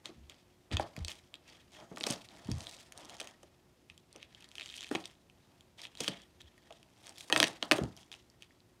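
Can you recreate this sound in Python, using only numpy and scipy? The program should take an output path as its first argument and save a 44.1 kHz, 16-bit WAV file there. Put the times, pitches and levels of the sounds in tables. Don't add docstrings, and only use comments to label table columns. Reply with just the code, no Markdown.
import sys
import numpy as np
from scipy import signal
from scipy.fft import rfft, irfft
from scipy.io import wavfile

SR = 44100
rng = np.random.default_rng(int(sys.argv[2]) if len(sys.argv) > 2 else 0)


def int16_out(signal):
    q = np.round(np.clip(np.atleast_2d(signal).T, -1, 1) * 32767)
    wavfile.write(sys.argv[1], SR, q.astype(np.int16))


N = 388080

# f/Hz, relative density level/dB per Hz
AIR_SPECTRUM = [(15, -33.5), (25, -3), (64, 8), (309, 2.5), (354, -1), (416, -2.5), (887, -7.5),
                (1290, -12.5), (2990, -16), (5570, -18), (14800, -26.5), (16000, -40)]
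AIR_DB = -67
# f/Hz, mean rms level/dB
FRIDGE_LINES = [(118.4, -83), (360.7, -78)]
# f/Hz, t60/s
ROOM_DECAY = [(100, 0.32), (300, 0.38), (1000, 0.2), (4000, 0.16), (12000, 0.068)]
ROOM_DB = -40

# f/Hz, relative density level/dB per Hz
FOAM_SPECTRUM = [(600, -21), (1300, -19), (2050, -1.5), (2450, -3.5), (3300, -0.5), (4300, -6.5),
                 (5100, -3), (6500, -8), (9000, -11.5), (16000, -30)]
SLEEVE_MODES = [1884, 2600, 3290, 3800, 4650, 6500, 8850]
# f/Hz, relative density level/dB per Hz
DULL_RUB_SPECTRUM = [(65, -32), (110, -7), (345, -4), (422, -10), (668, -1), (1600, -13.5), (2080, -20.5),
                     (3520, -120)]
# peak t/s, swell t/s, hold t/s,
# bright rustle level/dB, dull rub level/dB, treble level/dB relative to bright
RUB_STROKES = [(0.055, 0.017, 0.001, -54, -56.5, -3), (0.301, 0.022, .001, -57.5, -66, -3),
               (0.716, 0.012, .001, -43.5, -44.5, -15), (0.802, 0.017, .001, -51.5, -44, 0.5),
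               (0.964, 0.025, 0.024, -58, -57, -2), (1.085, 0.027, .001, -51.5, -56.5, 6.5),
               (1.336, 0.021, .001, -68, -62.5, -8), (1.478, 0.11, 0.076, -58.5, -68.5, -5.5),
               (1.728, 0.037, 0.042, -58.5, -66, -1), (1.788, .03, 0.028, -64, -57, 4),
               (2.104, 0.2, .001, -46.5, -44, 6), (2.309, 0.1, 0.41, -63.5, -61, 3.5),
               (2.625, 0.32, 0.18, -61.5, -64, 7.5), (2.978, 0.17, 0.18, -59.5, -60, -2),
               (3.214, 0.045, 0.063, -60.5, -58.5, -1), (3.437, 0.044, 0.00084, -70, -74, 2),
               (3.891, 0.028, 0.013, -68.5, -77, -2), (4.14, 0.07, 0.36, -66, -76, -10),
               (4.61, 0.41, 0.25, -61, -70, 2.5), (4.914, 0.011, 0.04, -49.5, -48, 1),
               (5.05, 0.054, 0.022, -60.5, -89, 2.5), (5.787, 0.023, 0.038, -54.5, -65.5, -3),
               (6.004, 0.038, 0.034, -50, -54, 5.5), (6.082, 0.028, 0.044, -52.5, -57.5, -8),
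               (6.408, 0.022, .001, -63.5, -80, -5), (6.73, 0.29, .001, -69.5, -72, 2),
               (7.069, 0.2, 0.024, -64, -64, 9.5), (7.217, 0.18, 0.025, -60.5, -63.5, 12),
               (7.332, 0.034, 0.091, -55, -41.5, 16), (7.43, 0.1, 0.00091, -38.5, -39, -11),
               (7.626, 0.0049, 0.00083, -63, -45.5, 15), (7.728, 0.016, 0.00091, -43.5, -36, 4.5),
               (7.824, 0.096, .001, -59, -54, -1), (7.972, .015, 0.011, -68, -64, 12),
               (8.121, .015, 0.029, -63.5, -67.5, 6), (8.427, 0.036, .001, -65, -76, -3)]
SWELL_DB, FADE_DB_PER_S, DULL_FADE_DB_PER_S = 27.5, 154, 175
REST_DB, REST_DULL_DB, REST_WANDER_DB = -79, -81, 3.5

# t/s, peak level/dB before the common trim,
# resonance f/Hz, t60/s of the push, scuff level/dB relative to the push
LOW_THUDS = [(0.09, -43, 338, 0.18, -5), (0.159, -48.5, 73.4, 0.58, -4.5), (0.712, -28, 111, 0.31, -8),
             (0.73, -31.5, 102, 0.12, -9), (0.796, -18, 705, 0.048, -15.5), (0.975, -34, 180, 0.12, -11),
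             (0.989, -30, 74, 0.14, -20), (1.913, -36, 284, 0.2, -1), (1.971, -34, 600, 0.063, 12),
             (2.008, -37.5, 221, 0.083, 3), (2.067, -26.5, 388, 0.055, 16), (2.103, -26, 185, 0.057, 6),
             (2.45, -43, 109, 0.25, -11), (2.485, -26.5, 89, 0.16, -1), (2.507, -31, 132, 0.19, -11),
             (3.202, -41, 613, 0.18, -7), (3.431, -46.5, 510, 0.056, -6), (3.9, -54, 90, 0.098, -3),
             (4.154, -44.5, 460, 0.18, -3), (4.912, -23.5, 294, 0.059, -0.5),
             (4.949, -21.5, 305, 0.048, -4.5), (6.005, -31, 248, 0.12, 0.5), (6.081, -29.5, 202, 0.17, 0),
             (6.434, -52.5, 80, 0.071, -21), (6.704, -41.5, 660, 0.1, -11), (7.299, -30.5, 613, 0.096, 1),
             (7.715, -16, 310, 0.06, 5), (7.784, -21, 420, 0.071, -7.5), (7.81, -24, 133, 0.21, 3),
             (7.832, -30.5, 302, 0.15, -4)]

# start t/s, end t/s, typical gap t/s,
# central ring peak level/dB, central ring f/Hz, central crack peak level/dB (levels before the common trims)
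STRAND_CREAKS = [(1.955, 2.14, .014, -50, 3640, -45.5), (2.43, 2.83, 0.009, -52.5, 3900, -54),
                 (2.97, 3.32, .013, -55, 3340, -54), (4.629, 4.897, .0055, -47.5, 3550, -54.5),
                 (5.784, 5.881, .014, -60, 3340, -56.5), (7.04, 7.26, .016, -51, 3368, -51)]
SLIP_GAP_SPREAD, SLIP_SPREAD_DB, SLIP_CRACK_SPREAD_DB, SLIP_PITCH_SPREAD = 0.4, 3, 4, 0.13
# t/s, ring peak level/dB, ring f/Hz, crack peak level/dB (before the common trims)
STRAND_SNAPS = [(0.057, -28, 3800, -40), (0.297, -40, 3300, -44.5), (0.7145, -32.5, 3150, -53),
                (0.769, -18.5, 3300, -34), (0.7965, -36, 1770, -41.5), (0.812, -37, 5060, -47),
                (0.9648, -38.5, 2200, -42), (0.99, -41.5, 3420, -45.5), (1.0481, -27.5, 4100, -32.5),
                (1.0821, -27.5, 3620, -30.5), (1.095, -33.5, 3470, -53), (1.117, -35, 3200, -41),
                (1.341, -32, 3600, -48), (1.3545, -43, 3470, -53.1), (1.4786, -59, 3520, -54),
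                (1.4995, -46, 4740, -57), (1.972, -37, 3120, -42), (2.0093, -26.5, 3500, -41),
                (2.0337, -30, 4220, -38), (2.0386, -19.5, 3230, -33), (2.066, -26, 3750, -31),
                (2.068, -31, 2600, -27), (2.072, -34, 2200, -31), (2.1013, -37, 4200, -32),
                (2.1031, -28, 2900, -28), (2.1072, -35, 4400, -27), (2.1093, -34, 4530, -25),
                (2.1205, -32.5, 3900, -37), (2.1245, -34.5, 2580, -32), (2.2878, -41, 3670, -53),
                (2.5154, -27, 5340, -32), (2.606, -32.5, 4120, -43), (2.669, -31, 3800, -43),
                (2.694, -40, 3930, -45), (2.9224, -37.5, 3200, -41.5), (2.9765, -39, 4080, -42),
                (3.0958, -37, 4070, -43), (3.1428, -47, 3340, -45.5), (3.2005, -31.5, 2760, -34.5),
                (3.2042, -28.5, 3720, -35), (3.2135, -32.5, 3180, -40), (3.273, -38, 3050, -40.5),
                (3.431, -54.5, 2930, -50), (3.8994, -38.5, 2800, -53), (3.9778, -48, 3300, -50),
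                (4.128, -48, 4420, -48), (4.161, -45, 2860, -44), (4.2284, -36, 3100, -48),
                (4.348, -42.5, 3300, -54), (4.4068, -49, 3000, -51), (4.424, -47, 3220, -53),
                (4.4434, -42, 3450, -51), (4.4888, -53, 4240, -50), (4.5154, -44, 3170, -50),
                (4.5543, -37.5, 2950, -44), (4.582, -31.5, 3060, -45), (4.597, -30, 3200, -49),
                (4.61, -29, 3250, -47), (4.6182, -32.5, 3370, -58), (4.6283, -38, 3480, -62),
                (4.639, -42, 3300, -54), (4.6596, -35, 3470, -44), (4.6815, -44, 3800, -51),
                (4.691, -40, 3500, -50), (4.6997, -37, 3680, -50), (4.7099, -48, 3500, -50),
                (4.7248, -41, 3300, -49), (4.7403, -37, 2900, -50), (4.7524, -45, 3500, -48),
                (4.7655, -44, 3800, -38), (4.7798, -36, 2930, -44), (4.792, -41, 3300, -52),
                (4.8076, -35, 3460, -40), (4.8197, -36, 3350, -44), (4.829, -34, 3300, -47),
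                (4.8361, -37, 3290, -44), (4.844, -35, 3000, -47), (4.868, -43, 3300, -50),
                (4.8901, -42, 3190, -50), (4.9137, -34, 1500, -40), (4.951, -25, 3010, -32.5),
                (4.9553, -23.5, 2940, -42), (5.0402, -38.5, 3400, -64), (5.0559, -30, 3800, -36.5),
                (5.2985, -49, 2800, -59), (5.608, -48, 3280, -55), (5.817, -35, 5100, -44.5),
                (5.8417, -47, 3600, -59), (5.8524, -30.5, 3260, -50), (5.8692, -41.5, 3200, -51),
                (5.952, -41, 3400, -53), (5.973, -37.5, 3700, -51), (6.0049, -29, 3040, -27.5),
                (6.0078, -24.5, 4020, -29.5), (6.044, -29, 2870, -37), (6.0789, -19, 3030, -33.5),
                (6.0806, -17.5, 4340, -37), (6.0838, -31.5, 2000, -32.5), (6.2184, -53, 3450, -52),
                (6.416, -42.5, 3630, -51), (6.5789, -52.5, 2100, -55), (6.707, -46, 2900, -55),
                (6.725, -44.5, 3200, -51), (6.8294, -47.5, 3100, -55), (7.0687, -40.5, 2850, -39.5),
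                (7.0932, -53, 4270, -39), (7.1811, -39, 3520, -44.5), (7.2079, -35.5, 3290, -41),
                (7.2998, -30, 2190, -31), (7.3254, -10, 2830, -24), (7.3482, -36, 2740, -37),
                (7.362, -10, 2600, -24), (7.372, -29, 2200, -36), (7.3763, -22, 4080, -25),
                (7.4015, -9.5, 2700, -17.5), (7.4287, -8.5, 2980, -16.5), (7.4404, -12.5, 3000, -23.5),
                (7.4809, -36, 4000, -33), (7.6267, -17.5, 2920, -34), (7.713, -7.5, 2640, -21.5),
                (7.7196, -10, 2500, -20), (7.7828, -30.5, 3060, -39), (7.836, -34, 4470, -40),
                (7.966, -41.5, 5470, -47), (7.9745, -51, 3200, -47), (8.0309, -49, 3360, -62),
                (8.1167, -35.5, 3220, -46), (8.127, -35.5, 3200, -47), (8.14, -38, 3140, -56),
                (8.3, -48, 5700, -57.5), (8.423, -39, 3000, -45), (8.4305, -46, 3000, -53),
                (8.5074, -54.5, 1970, -74), (8.6038, -52, 4170, -66)]
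# f/Hz, relative level/dB, t60/s
FRUIT_MODES = [(190, -11.5, 0.053), (310, -6.5, 0.071), (490, 0, 0.01), (606, -13.5, 0.095),
               (910, 2.5, 0.011), (1500, 7.5, 0.00046)]

CUTOFF_HZ = 17100


def from_db(db):
    return 10 ** (np.asarray(db) / 20)


def rms_one(x):
    return x / np.sqrt(np.mean(x ** 2) + 1e-20)


def at_hz(points, hz):
    table_hz, values = np.array(points).T
    return np.interp(np.log(hz), np.log(table_hz), values)


def coloured(x, spectrum):
    hz = np.fft.rfftfreq(len(x), 1 / SR) + 1
    return rms_one(irfft(rfft(x) * from_db(at_hz(spectrum, hz)), len(x)))


def drift(rate):
    knots = np.arange(0, N + SR, SR / rate)
    return np.interp(np.arange(N), knots, rng.standard_normal(len(knots)))


def add(out, s, sound):
    at = round(s * SR)
    out[at:at + len(sound)] += sound[:N - at]


def filtered(x, order, hz, kind):
    return signal.sosfilt(signal.butter(order, hz, kind, fs=SR, output="sos"), x)


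def ring(force, hz, t60):
    r, w = from_db(-60 / (t60 * SR)), 2 * np.pi * hz / SR
    return signal.lfilter([0, np.sin(w)], [1, -2 * r * np.cos(w), r * r], force + 1e-18)


def burst(noise, rise_s, t60):
    t = np.arange(len(noise)) / SR
    return noise * (1 - np.exp(-t / rise_s)) * from_db(-60 * t / t60)


def quiet_room():
    t = np.arange(N) / SR
    air = from_db(AIR_DB + 0.57 * drift(7.9)) * coloured(rng.standard_normal(N), AIR_SPECTRUM)
    hum = np.zeros(N)
    for hz, db in FRIDGE_LINES:
        hum += np.sqrt(2) * from_db(db + 2.0 * drift(12)) * np.sin(2 * np.pi * hz * t)
    return air + hum


def kitchen(x, gap_s):
    t = np.arange(SR // 2) / SR
    edges = 45 * 2 ** np.arange(0, 9, 0.5)
    white, echo = rng.standard_normal((2, len(t))), np.zeros(len(t))
    for k, (low, high) in enumerate(zip(edges, edges[1:])):
        band = filtered(white[k % 2], 2, [low, high], "band")
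        echo += band * from_db(-60 * t / at_hz(ROOM_DECAY, np.sqrt(low * high)))
    echo = echo * (1 - np.exp(-t / gap_s))
    return signal.fftconvolve(x, echo)[:N]


def rub_gains():
    t = np.arange(0, N, 32) / SR
    s, swell, hold, bright_db, dull_db, treble_db = np.transpose(RUB_STROKES)[:, :, None]
    rise_db = SWELL_DB * np.minimum(t - s, 0) / np.maximum(swell, 0.003)
    after = np.maximum(t - s - np.maximum(hold, 0), 0)
    bright_db = bright_db + rise_db - FADE_DB_PER_S * after
    dull_db = dull_db + rise_db - DULL_FADE_DB_PER_S * after
    wander_db = REST_WANDER_DB * drift(7)
    gains = []
    for db, rest_db in [(bright_db, REST_DB), (bright_db + treble_db, REST_DB), (dull_db, REST_DULL_DB)]:
        strokes = np.sqrt(np.sum(from_db(db) ** 2, axis=0))
        strokes = np.interp(np.arange(N) / SR, t, strokes)
        gains.append(np.hypot(strokes, from_db(rest_db + wander_db)))
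    return gains


def rustle(per_s, spread_db, hiss, clump_db, ticks, sleeve, patchy_db):
    bright, treble, dull = rub_gains()
    sizes = from_db(spread_db * np.minimum(rng.exponential(1, N), 4)) * rng.choice([-1, 1], N)
    slips = sizes * (rng.random(N) < per_s * from_db(clump_db * drift(40)) / SR)

    pitches, dealt = np.geomspace(1300, 14000, 14), rng.integers(0, 14, N)
    cells = np.zeros(N)
    for k, hz in enumerate(pitches):
        cell_gain = from_db(at_hz(FOAM_SPECTRUM, hz)) * np.sqrt(hz)
        cells += cell_gain * ring(slips * (dealt == k), hz, 15.0 / hz)
    foam = rms_one(cells) + ticks * coloured(slips, FOAM_SPECTRUM)

    rings = np.zeros(N)
    for hz in SLEEVE_MODES:
        patch = from_db(at_hz(FOAM_SPECTRUM, hz) + patchy_db * drift(9))
        rings += patch * rms_one(ring(rng.standard_normal(N), hz, 20.0 / hz))
    sheen = coloured(rng.standard_normal(N), FOAM_SPECTRUM) + sleeve * rms_one(rings)
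    foam = rms_one(foam + hiss * sheen * from_db(5.1 * drift(110)))

    body = signal.sosfiltfilt(signal.butter(1, 5000, fs=SR, output="sos"), foam)
    rub = coloured(rng.standard_normal(N), DULL_RUB_SPECTRUM) * from_db(1.9 * drift(35))
    return bright * body + treble * (foam - body) + dull * rub


def low_thuds(level_db, scuff_length):
    out, noise = np.zeros(N), rng.standard_normal((len(LOW_THUDS), 2, SR // 3))
    for k, (s, peak_db, hz, t60, scuff_db) in enumerate(LOW_THUDS):
        broad = 3.6 / hz
        push = burst(noise[k, 0], 0.099 / hz, t60)
        push = ring(ring(push, hz, broad), hz, broad)
        push = filtered(push, 2, 0.46 * hz, "high")
        scuff = burst(noise[k, 1], 0.00082, scuff_length * t60)
        scuff = filtered(scuff, 2, [0.7 * hz, 2.4 * hz], "band")
        both = rms_one(push) + from_db(scuff_db) * rms_one(scuff)
        add(out, s, from_db(peak_db + level_db) * both / np.abs(both).max())
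    return out


def creak():
    rows = []
    for start, end, gap_s, peak_db, hz, crack_db in STRAND_CREAKS:
        gap, size, pitch, crack = rng.standard_normal((60, 4)).T
        s = start + np.cumsum(gap_s * np.exp(SLIP_GAP_SPREAD * gap))
        size_db = SLIP_SPREAD_DB * size
        slip_hz = hz * (1 + SLIP_PITCH_SPREAD * pitch)
        slip_crack_db = crack_db + size_db + SLIP_CRACK_SPREAD_DB * crack
        slips = np.transpose([s, peak_db + size_db, slip_hz, slip_crack_db])
        rows += list(slips[s < end])
    return rows


def snaps(ring_db, crack_db, knock_db, knock_growth, cycles, damping, overtone, overtone_db, mesh_db, mesh_t60):
    breaks = STRAND_SNAPS + creak()
    out, jolts = np.zeros(N), np.zeros((len(FRUIT_MODES), N))
    noise = rng.standard_normal((len(breaks), 2, 700))
    noise[:, :, 8] += [[8.8, 4.0]]
    share_db = rng.normal(0, 2, (len(breaks), len(FRUIT_MODES)))
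    for k, (s, peak_db, hz, high_db) in enumerate(breaks):
        tear = 0.008 * from_db(0.15 * peak_db)
        t60 = cycles * from_db(-damping * peak_db) / hz
        strand = burst(noise[k, 0], 0.00033, tear)
        strand = ring(ring(strand, hz, t60), hz, t60)
        strand = filtered(strand, 1, 0.79 * hz, "high")
        crack = filtered(burst(noise[k, 1], 0.000096, 1.4 * tear), 2, [4300, 9500], "band")
        upper = ring(crack, overtone * hz, 2.2 * t60)
        crack = rms_one(crack) + from_db(overtone_db) * rms_one(upper)
        add(out, s, from_db(peak_db + ring_db) * strand / np.abs(strand).max())
        add(out, s, from_db(high_db + crack_db) * crack / np.abs(crack).max())
        jolts[:, round(s * SR)] = from_db(knock_growth * peak_db + knock_db + share_db[k])

    knock = np.zeros(N)
    for jolt, (hz, level_db, t60) in zip(jolts, FRUIT_MODES):
        knock += from_db(level_db) * np.roll(ring(jolt, hz, t60), round(1.296 / hz * SR))
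    mesh = sum(ring(out * from_db(mesh_db + 5 * drift(12)), hz, mesh_t60) for hz in SLEEVE_MODES)
    return out + mesh + filtered(knock, 2, 170, "high")


def scene():
    near = rustle(per_s=900, spread_db=5.5, hiss=0.96, clump_db=5.0, ticks=0.92, sleeve=1.33, patchy_db=5.5)
    near = near + low_thuds(level_db=-1.5, scuff_length=0.58)
    near = near + snaps(ring_db=1.0, crack_db=4.5, knock_db=-9.0, knock_growth=1.54, cycles=2.16, damping=0.21,
                        overtone=2.242, overtone_db=-6.0, mesh_db=-48, mesh_t60=0.063)
    reflections = from_db(ROOM_DB) * kitchen(near, gap_s=0.00095)
    return (quiet_room() + reflections + near)[None]


def record(dry):
    dry = filtered(dry, 2, 45, "high")
    return signal.sosfilt(signal.cheby2(12, 70, CUTOFF_HZ, fs=SR, output="sos"), dry)


dry = scene()
out = record(dry)
int16_out(out)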